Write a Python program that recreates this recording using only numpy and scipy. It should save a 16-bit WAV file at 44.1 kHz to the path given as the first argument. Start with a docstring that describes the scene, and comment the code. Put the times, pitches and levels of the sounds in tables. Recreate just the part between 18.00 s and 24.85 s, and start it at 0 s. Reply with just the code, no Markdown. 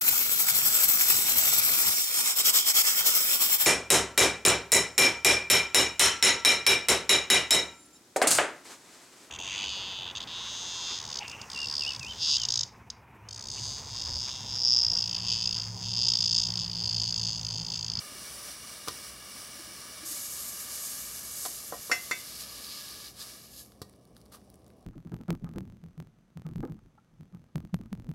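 """In a quiet kitchen, rice steams in an open steel pot, close to a one-channel microphone.
A fine simmer, made of tiny random clicks, rings the air in the pot.
A brighter sizzle of clicks and noise breaks out, mellows and dies to single ticks, filtered noise bursts.
Handling bumps, knocks and a late dry rub are shaped noise; two clinks of the steel rim sum dying tones.
A few thick bubbles plop as low rising tones, over soft room noise and a faint mains hum."""
import sys
import numpy as np
from scipy import signal
from scipy.fft import rfft, irfft, next_fast_len
from scipy.io import wavfile
from scipy.ndimage import map_coordinates

SR = 44100
rng = np.random.default_rng(int(sys.argv[2]) if len(sys.argv) > 2 else 0)


def materialize(psi):
    """Save the field psi as 16-bit PCM at rate SR to the path in sys.argv[1].

    A 1-D psi becomes a single channel; in a 2-D psi each row is a channel.
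    """
    bounded = np.clip(np.atleast_2d(psi).T, -1, 1)
    quanta = np.round(bounded * 32767).astype(np.int16)
    wavfile.write(sys.argv[1], SR, quanta)


N = 302085
TIME = np.arange(N) / SR  # time of every sample (s)

# air resonances of the pot: (frequency [Hz], width [Hz], relative level [dB])
POT_AIR = [(1186, 81, 1), (1687, 67, -2.5), (2273, 63, .5), (2851, 104, -2), (3520, 180, -9)]
# spectrum of ticks, scrapes and the rub: (frequency [Hz], relative level per Hz [dB])
TICK = [(500, -25.5), (1200, 6), (2500, -10), (3700, -5.5), (4600, -2.5), (7000, -10.5), (9500, -3.5),
        (11800, -3), (13500, -7), (15800, -7)]


def simmer(sparse_db=-66):
    """Countless small bubbles fizz under the rice and ring the air in the pot."""
    # simmer strength, steady and then dying away: (time [s], relative level [dB])
    simmer_levels = [(0.0, -50.5), (1.6, -52), (2.9, -51.5), (3.7, -56.5), (4.1, -54.5), (4.85, -56),
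                     (5.3, -58), (5.74, -78), (6.85, -84)]
    # spectrum of the fizz: (frequency [Hz], relative level per Hz [dB])
    fizz_spectrum = [(300, -22), (600, -5), (900, -14), (1300, -6), (2600, -10.5), (3800, -8), (5000, -0.5),
                     (6080, 0.3), (6220, -9), (9700, -2.7), (11000, -5), (12300, -12.5), (15800, -13.5)]
    level_db = curve(simmer_levels) + choke()

    # as the simmer dies, the dense fizz thins to separate grains
    sparse_share = 1 / (1 + amp(2 * (level_db - sparse_db)))
    dense = np.sqrt(1 - sparse_share) * grains(rate=14000, spread_db=3.5)
    sparse = np.sqrt(sparse_share) * grains(rate=1100, spread_db=3.5)
    fizz = coloured(dense + sparse, fizz_spectrum) * amp(6.5 + 1.3 * wobble(12))

    ring = resonant(grains(rate=6000, spread_db=3.0), POT_AIR) * amp(-1.57 + 0.53 * wobble(3.4))
    return amp(level_db) * (off_walls(fizz, echo_db=-11) + ring)


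def steam():
    """Water flashes on hot steel: a fine bright spray, then a coarser froth as it dries."""
    # strength of the sizzling steam: (time [s], relative level [dB])
    steam_levels = [(2.1, -38), (2.65, -41), (2.87, -38), (3.22, -41.5), (3.44, -37.5), (3.77, -45),
                    (3.95, -43), (4.55, -47), (5.05, -50), (5.45, -54)]
    # drops flash on the steel and swell the steam: (time [s], swell [dB], half length [s])
    spits = [(2.12, 5, 0.011), (2.344, 1.5, 0.055), (3.14, 1, 0.015), (3.37, 1.5, 0.028), (4.411, 5, 0.017),
             (4.82, 3, .09), (5.064, 3, 0.017), (5.223, 8.5, 0.021), (5.593, 7, 0.052)]
    # spectra of spray, vapour jet and froth: (frequency [Hz], relative level per Hz [dB])
    spray_spectrum = [(1500, -33), (3500, -20.5), (5000, -11), (6900, -1), (8500, -8), (10200, -3.5),
                      (11600, 1), (12700, -2), (13800, -10.5), (15800, -19)]
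    jet_spectrum = [(3000, -24), (5000, -7.5), (6700, 3.5), (8300, 2.5), (10000, -1), (12500, -27),
                    (15800, -18)]
    froth_spectrum = [(1500, -40.5), (2500, -13.5), (3100, -11.5), (3700, -6.5), (4400, -2), (5000, -2),
                      (5800, -11.5), (8000, -21), (15000, -31.5)]
    start, rise, stop, fade = 2.047, 0.0079, 5.605, 0.066  # onset, rise, end, fade time constant (s)
    spray_db, jet_db, ring_db = -2.5, -5, -14.0  # relative levels (dB)
    full_db, surge = -38, 0.85  # level of full boil (dB), extra jet dB per steam dB below it

    level_db = curve(steam_levels) + choke()
    level_db = level_db + sum(db * swell(s, half) for s, db, half in spits)
    # the froth starts weak on wet steel and swells as the steel dries
    froth_db = level_db - 14 + 16 * swell(middle=4.88, half=0.78)

    spray = coloured(grains(rate=14000, spread_db=7.0), spray_spectrum) * amp(level_db + spray_db)
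    # the smooth rush of vapour grows faster than the spray, up to full boil
    surge_db = surge * np.minimum(level_db - full_db, 0)
    jet = coloured(rng.standard_normal(N), jet_spectrum) * amp(level_db + jet_db + surge_db)
    froth = coloured(grains(rate=7000, spread_db=9.0), froth_spectrum) * amp(froth_db + 0.8 * wobble(16))
    # the froth also rings the two lowest air resonances
    ring = resonant(grains(rate=4700, spread_db=2), POT_AIR[:2]) * amp(froth_db + ring_db)

    envelope = np.clip((TIME - start) / rise, 0, 1) * np.exp(-np.maximum(TIME - stop, 0) / fade)
    flutter = amp(1.0 * wobble(35))
    return envelope * (spray + jet + froth + ring) * flutter


def choke(middle=5.133, half=0.038, depth_db=-10.5):
    """The wet rice seals the steam in for a moment: the level dips, in dB."""
    return depth_db * swell(middle, half)


def pops(count=600, crackle_db=-65.0, spread_db=6.5, crackle_hz=6000, t60=0.0074, q=1.0):
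    """Larger bubbles tick one by one over a faint crackle; each has the pitch of its size."""
    # the loudest bursts: (time [s], level before the tick filter [dB], pitch [Hz])
    loud_pops = [(5.661, -47, 5940), (5.720, -48, 4000), (5.896, -46.5, 6500), (5.929, -56, 8900),
                 (6.053, -49.5, 9400), (6.166, -44, 4580), (6.178, -52, 8960), (6.215, -50, 7440),
                 (6.501, -46, 12000), (6.542, -49, 7000), (6.556, -51, 8500), (6.703, -52, 2210)]
    faint_pops = []
    for _ in range(count):
        s = rng.random() * N / SR
        db = crackle_db + spread_db * np.clip(rng.standard_normal(), -2, 2)
        hz = crackle_hz * np.exp(0.5 * rng.standard_normal())
        faint_pops.append((s, db, hz))

    track = np.zeros(N)
    for s, db, hz in loud_pops + faint_pops:
        add(track, s, amp(db) * around(burst(t60)[:SR // 30], hz, q))
    return coloured(track, TICK)


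def plops(t60=0.07, attack=0.0021, glide=0.61):
    """A thick bubble deep in the rice rings low and rises a little as it opens."""
    # (time [s], level before the envelope [dB], starting pitch [Hz])
    thick_bubbles = [(1.595, -41.5, 326), (1.675, -46, 318), (2.031, -40, 322), (2.11, -43, 313)]
    track, t = np.zeros(N), np.arange(SR // 5) / SR
    envelope = (1 - np.exp(-t / attack)) * decay(t, t60)
    for s, db, hz in thick_bubbles:
        add(track, s, amp(db) * envelope * np.sin(2 * np.pi * hz * t * (1 + glide * t)))
    return track


def knocks(soft_hz=1450, air_t60=0.11, scrape_q=1.3):
    """Bumps and knocks mix a body thud, a ring of the pot's air, a dry scrape and a low bump in the base."""
    # knocks on the pot; the first two rows are low handling bumps, nearly all bass;
    # levels are before filtering, and each layer below scales the decay:
    # (time [s], thud [dB], air ring [dB], scrape [dB], scrape centre [Hz], bass [dB], basic t60 [s])
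    knock_list = [(0.12, -58, -65, -68, 4000, -49, 0.08), (0.154, -58, -68, -70, 4000, -46, 0.044),
                  (0.876, -41, -29.5, -33, 4200, -42, 0.039), (0.883, -27, -56, -24.5, 3930, -37, 0.042),
                  (3.452, -40, -43, -30, 6470, -60, 0.07), (3.460, -30.5, -44, -26.5, 6360, -62, 0.031),
                  (3.724, -29.5, -46.5, -70.5, 2500, -57, 0.1),
                  (3.897, -32.5, -54.5, -69, 2490, -67.5, 0.068),
                  (3.915, -31.5, -41, -32.5, 5600, -65, 0.17), (4.111, -30, -42, -33.5, 5500, -68, 0.079),
                  (5.8171, -47, -49, -36, 5000, -36, 0.052)]
    # hollow modes of the pot in its housing: (frequency [Hz], width [Hz], relative level [dB])
    body_modes = [(356, 27, -5), (503, 69, 1), (580, 31, -1), (716, 59, 5.5), (1014, 70, 0),
                  (1136, 100, -5), (1398, 170, -23.5), (1873, 9.1, 10.5)]
    thud, air, scrape, bass = np.zeros((4, N))
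    for s, thud_db, air_db, scrape_db, scrape_hz, bass_db, t60 in knock_list:
        add(thud, s, amp(thud_db) * blow(0.95 * t60, direct=0.33))
        add(air, s, amp(air_db) * ringing(POT_AIR[0][0], air_t60))
        add(scrape, s, amp(scrape_db) * around(burst(0.82 * t60), scrape_hz, scrape_q))
        add(bass, s, amp(bass_db) * blow(0.93 * t60, direct=0.41))

    # the padded contact passes little treble to the body
    soften = signal.butter(4, soft_hz, fs=SR, output="sos")
    body = signal.sosfilt(soften, resonant(thud, body_modes))
    base_spectrum = [(25, -35.5), (50, -11.0), (90, -2.5), (160, -2), (300, -8), (420, -7.5), (3000, -49.5)]
    return body + air + coloured(scrape, TICK) + coloured(bass, base_spectrum)


def clinks(attack=0.0008, clatter_db=-13, clatter_t60=0.063, crash_db=-1, crash_t60=0.1):
    """The rim rings in modes set by where it is struck; the contact chatters briefly."""
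    # (time [s], relative level [dB], place along the rim [0-1])
    strikes = [(3.9139, -27.5, 0.01), (4.1103, -26, 0.85)]
    # steel modes: (frequency [Hz], t60 [s], level at one end of the rim [dB], level at the other [dB])
    steel_modes = [(1100, 0.029, -2.5, -21), (1375, 0.029, 9, -6.5), (1540, 0.083, -0.5, -8),
                   (1610, 0.032, 7, -9.5), (1865, 0.1, 3, -11.5), (1950, 0.17, -7, -6),
                   (2050, 0.2, 2.5, -13), (2080, 0.12, 4, 2.5), (2123, 0.07, 2.5, 4),
                   (2242, 0.29, -27.5, -6.5), (2370, 0.15, -13, -18), (2598, 0.19, -6, -15),
                   (2720, 0.29, -6, -22.5), (2940, 0.15, -10, -29), (3380, 0.41, -17, -34),
                   (3557, 0.25, -22.5, -15.5), (4380, 0.052, -4, -14.5), (4620, 0.16, -8, -17),
                   (5383, 0.18, 0, -28), (5710, 0.16, -3, -15), (6010, 0.1, -10.5, -18.5),
                   (6310, 0.17, -12, -28), (6930, 0.18, -6.5, -18.5), (7028, 0.18, -11, -23),
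                   (7300, 0.12, -17.5, -8)]
    # the crowd of weak, short-lived modes between the strong ones:
    # (frequency [Hz], relative level per Hz [dB])
    crash_spectrum = [(500, -24.5), (900, -16), (1400, 0), (2100, 2.5), (2500, -10), (3300, -21.5),
                      (4600, -15), (7200, -9), (8500, -24), (15000, -40.5)]
    crash_far_db = -8.5  # change in the crowd's level at the far end of the rim

    track, crash, t = np.zeros(N), np.zeros(N), np.arange(SR // 2) / SR
    for s, db, place in strikes:
        ring = np.zeros(len(t))
        for k, (hz, t60, near_db, far_db) in enumerate(steel_modes):
            mode_db = near_db + place * (far_db - near_db)
            ring += (-1) ** k * amp(mode_db) * ringing(hz, t60)  # modes alternate in sign
        chatter = burst(clatter_t60)
        rattle = signal.fftconvolve(ring, chatter / np.linalg.norm(chatter))[:len(t)]
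        add(track, s, amp(db) * (ring + amp(clatter_db) * rattle) * (1 - np.exp(-t / attack)))
        add(crash, s + attack, amp(db + crash_db + place * crash_far_db) * burst(crash_t60))
    return track + coloured(crash, crash_spectrum)


def rub(start=6.315, attack=0.012, hold=0.026, t60=0.11, level_db=-50.5, rattle_db=-7):
    """A short dry rub or scrape near the end, with a grainy rattle."""
    t = TIME - start
    envelope = np.clip(t / attack, 0, 1) * decay(np.maximum(t - attack - hold, 0), t60)
    scrape = coloured(around(grains(rate=2200, spread_db=3.5), hz=5500, q=0.56), TICK)
    rattle_spectrum = [(300, -16), (800, -2), (1200, 7), (1700, -19), (3000, -8), (8000, -37)]
    rattle = coloured(grains(rate=2900, spread_db=10), rattle_spectrum)
    return amp(level_db) * envelope * (scrape + amp(rattle_db) * rattle)


def kitchen(room_db=-58):
    """Low room noise with a faint mains hum."""
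    # spectrum of the room noise: (frequency [Hz], relative level per Hz [dB])
    rumble_spectrum = [(26, -40.5), (38, -19), (58, 5), (90, -2.5), (140, -3.5), (205, 1), (380, -5.5),
                       (520, -6), (750, -11), (900, -20), (1170, -16), (1400, -32), (4000, -35.5),
                       (15000, -47.5)]
    # mains hum: (frequency [Hz], rms level [dB])
    hum_tones = [(60, -72.5), (120, -69.5)]
    hum = np.zeros(N)
    for hz, db in hum_tones:
        # the phase drifts a little
        hum += amp(db) * np.sqrt(2) * np.sin(2 * np.pi * hz * TIME + 0.36 * wobble(2.9))
    rumble = coloured(rng.standard_normal(N), rumble_spectrum)
    return amp(room_db + 0.4 * wobble(3.5)) * rumble + hum


def walls(x, t60=0.27):
    """The short answer of the kitchen: a dying noise tail that starts 5 ms late."""
    tail = np.pad(burst(t60), (SR // 200, 0))
    return signal.fftconvolve(x, tail / np.linalg.norm(tail))[:N]


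def off_walls(x, count=10, reach=0.012, echo_db=-9):
    """Quick reflections between the steel walls, within reach seconds, ripple the spectrum."""
    echoes = np.zeros(SR // 20)
    delays = np.maximum(reach * rng.random(count), 0.0004)
    signs = rng.choice([-1, 1], count)
    echoes[(SR * delays).astype(int)] = signs * amp(echo_db) / np.sqrt(count)
    echoes[0] = 1  # the direct sound
    return signal.fftconvolve(x, echoes / np.linalg.norm(echoes))[:N]


def grains(rate, spread_db):
    """Tiny clicks at random moments, about rate a second, of random sizes and signs, rms 1."""
    size = amp(spread_db * np.minimum(rng.standard_normal(N), 2))
    happens = rng.random(N) < rate / SR
    return unit(happens * size * rng.choice([-1, 1], N))


def burst(t60):
    """Noise that starts at rms 1 and falls by 60 dB in t60 seconds."""
    t = np.arange(SR // 3) / SR
    return rng.standard_normal(len(t)) * decay(t, t60)


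def blow(t60, direct):
    """A sharp contact followed by dying chatter; direct is the contact's share of the energy."""
    force = burst(t60)
    contact = np.sqrt(direct) * np.linalg.norm(force)
    return np.r_[contact, np.sqrt(1 - direct) * force[1:]]


def ringing(hz, t60):
    """One dying mode: a sine that falls by 60 dB in t60 seconds."""
    t = np.arange(SR // 2) / SR
    return decay(t, t60) * np.sin(2 * np.pi * hz * t)


def resonant(x, modes):
    """x through (Hz, width Hz, dB) resonances, keeping the power of white noise."""
    def response(f):
        h = sum(amp(db) * 1j * f * w / (c * c - f * f + 1j * f * w) for c, w, db in modes)
        return h / np.sqrt(np.mean(abs(h) ** 2))
    return filtered(x, response)


def around(x, hz, q):
    """A broad resonance at hz that roughly keeps the power of white noise; higher q is narrower."""
    centre = np.clip(hz, 100, SR / 3)
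    width = min(centre / q, SR / 3)
    b, a = signal.iirpeak(centre, centre / width, SR)
    return signal.lfilter(b, a, x) * np.sqrt(SR / np.pi / width)


def coloured(x, spectrum):
    """A causal filter through (Hz, dB) points that keeps the power of white noise."""
    def response(hz):
        f, db = np.transpose(spectrum)
        gain = unit(amp(np.interp(np.log(hz + 1), np.log(f), db)))
        # folding the cepstrum makes the filter minimum phase: nothing sounds early
        cepstrum = irfft(np.log(gain))
        half = len(cepstrum) // 2
        return np.exp(rfft(np.r_[cepstrum[0], 2 * cepstrum[1:half], np.zeros(half)]))
    return filtered(x, response)


def filtered(x, response):
    """x shaped by a complex response of frequency; padding leaves room for the tail."""
    m = 2 * next_fast_len(N // 2 + SR // 4)
    return irfft(rfft(x, m) * response(np.fft.rfftfreq(m, 1 / SR)), m)[:N]


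def curve(rows):
    """One value per sample, on straight lines between (s, value) rows."""
    s, values = np.transpose(rows)
    return np.interp(TIME, s, values)


def wobble(rate):
    """A smooth random curve, rate knots a second."""
    knots = rng.standard_normal(int(N * rate / SR) + 4)
    return map_coordinates(knots, [TIME * rate])


def swell(middle, half):
    """A smooth bump of height 1; it falls to 1/e at half seconds from the middle."""
    return np.exp(-((TIME - middle) / half) ** 2)


def decay(t, t60):
    """A fall by 60 dB every t60 seconds."""
    return np.exp(-np.log(1000) * t / t60)


def add(track, s, sound):
    """Mix a sound into a track at time s."""
    part = track[round(s * SR):][:len(sound)]
    part += sound[:len(part)]


def amp(db):
    """Decibels to an amplitude factor."""
    return 10 ** (np.asarray(db) / 20)


def unit(x):
    """x scaled to rms 1."""
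    return x / np.sqrt(np.mean(x ** 2) + 1e-20)


def scene():
    """Everything reaches one microphone, so both channels are alike."""
    hits = knocks() + clinks() + pops() + plops()
    dry_sources = simmer() + off_walls(steam()) + rub()
    mono = dry_sources + hits + amp(-12) * walls(hits) + kitchen()
    return np.array([mono, mono])


def record(dry, top_hz=15800):
    """The recorder keeps nothing above its band limit."""
    return np.array([filtered(channel, lambda hz: hz < top_hz) for channel in dry])


dry = scene()
out = record(dry)
materialize(out)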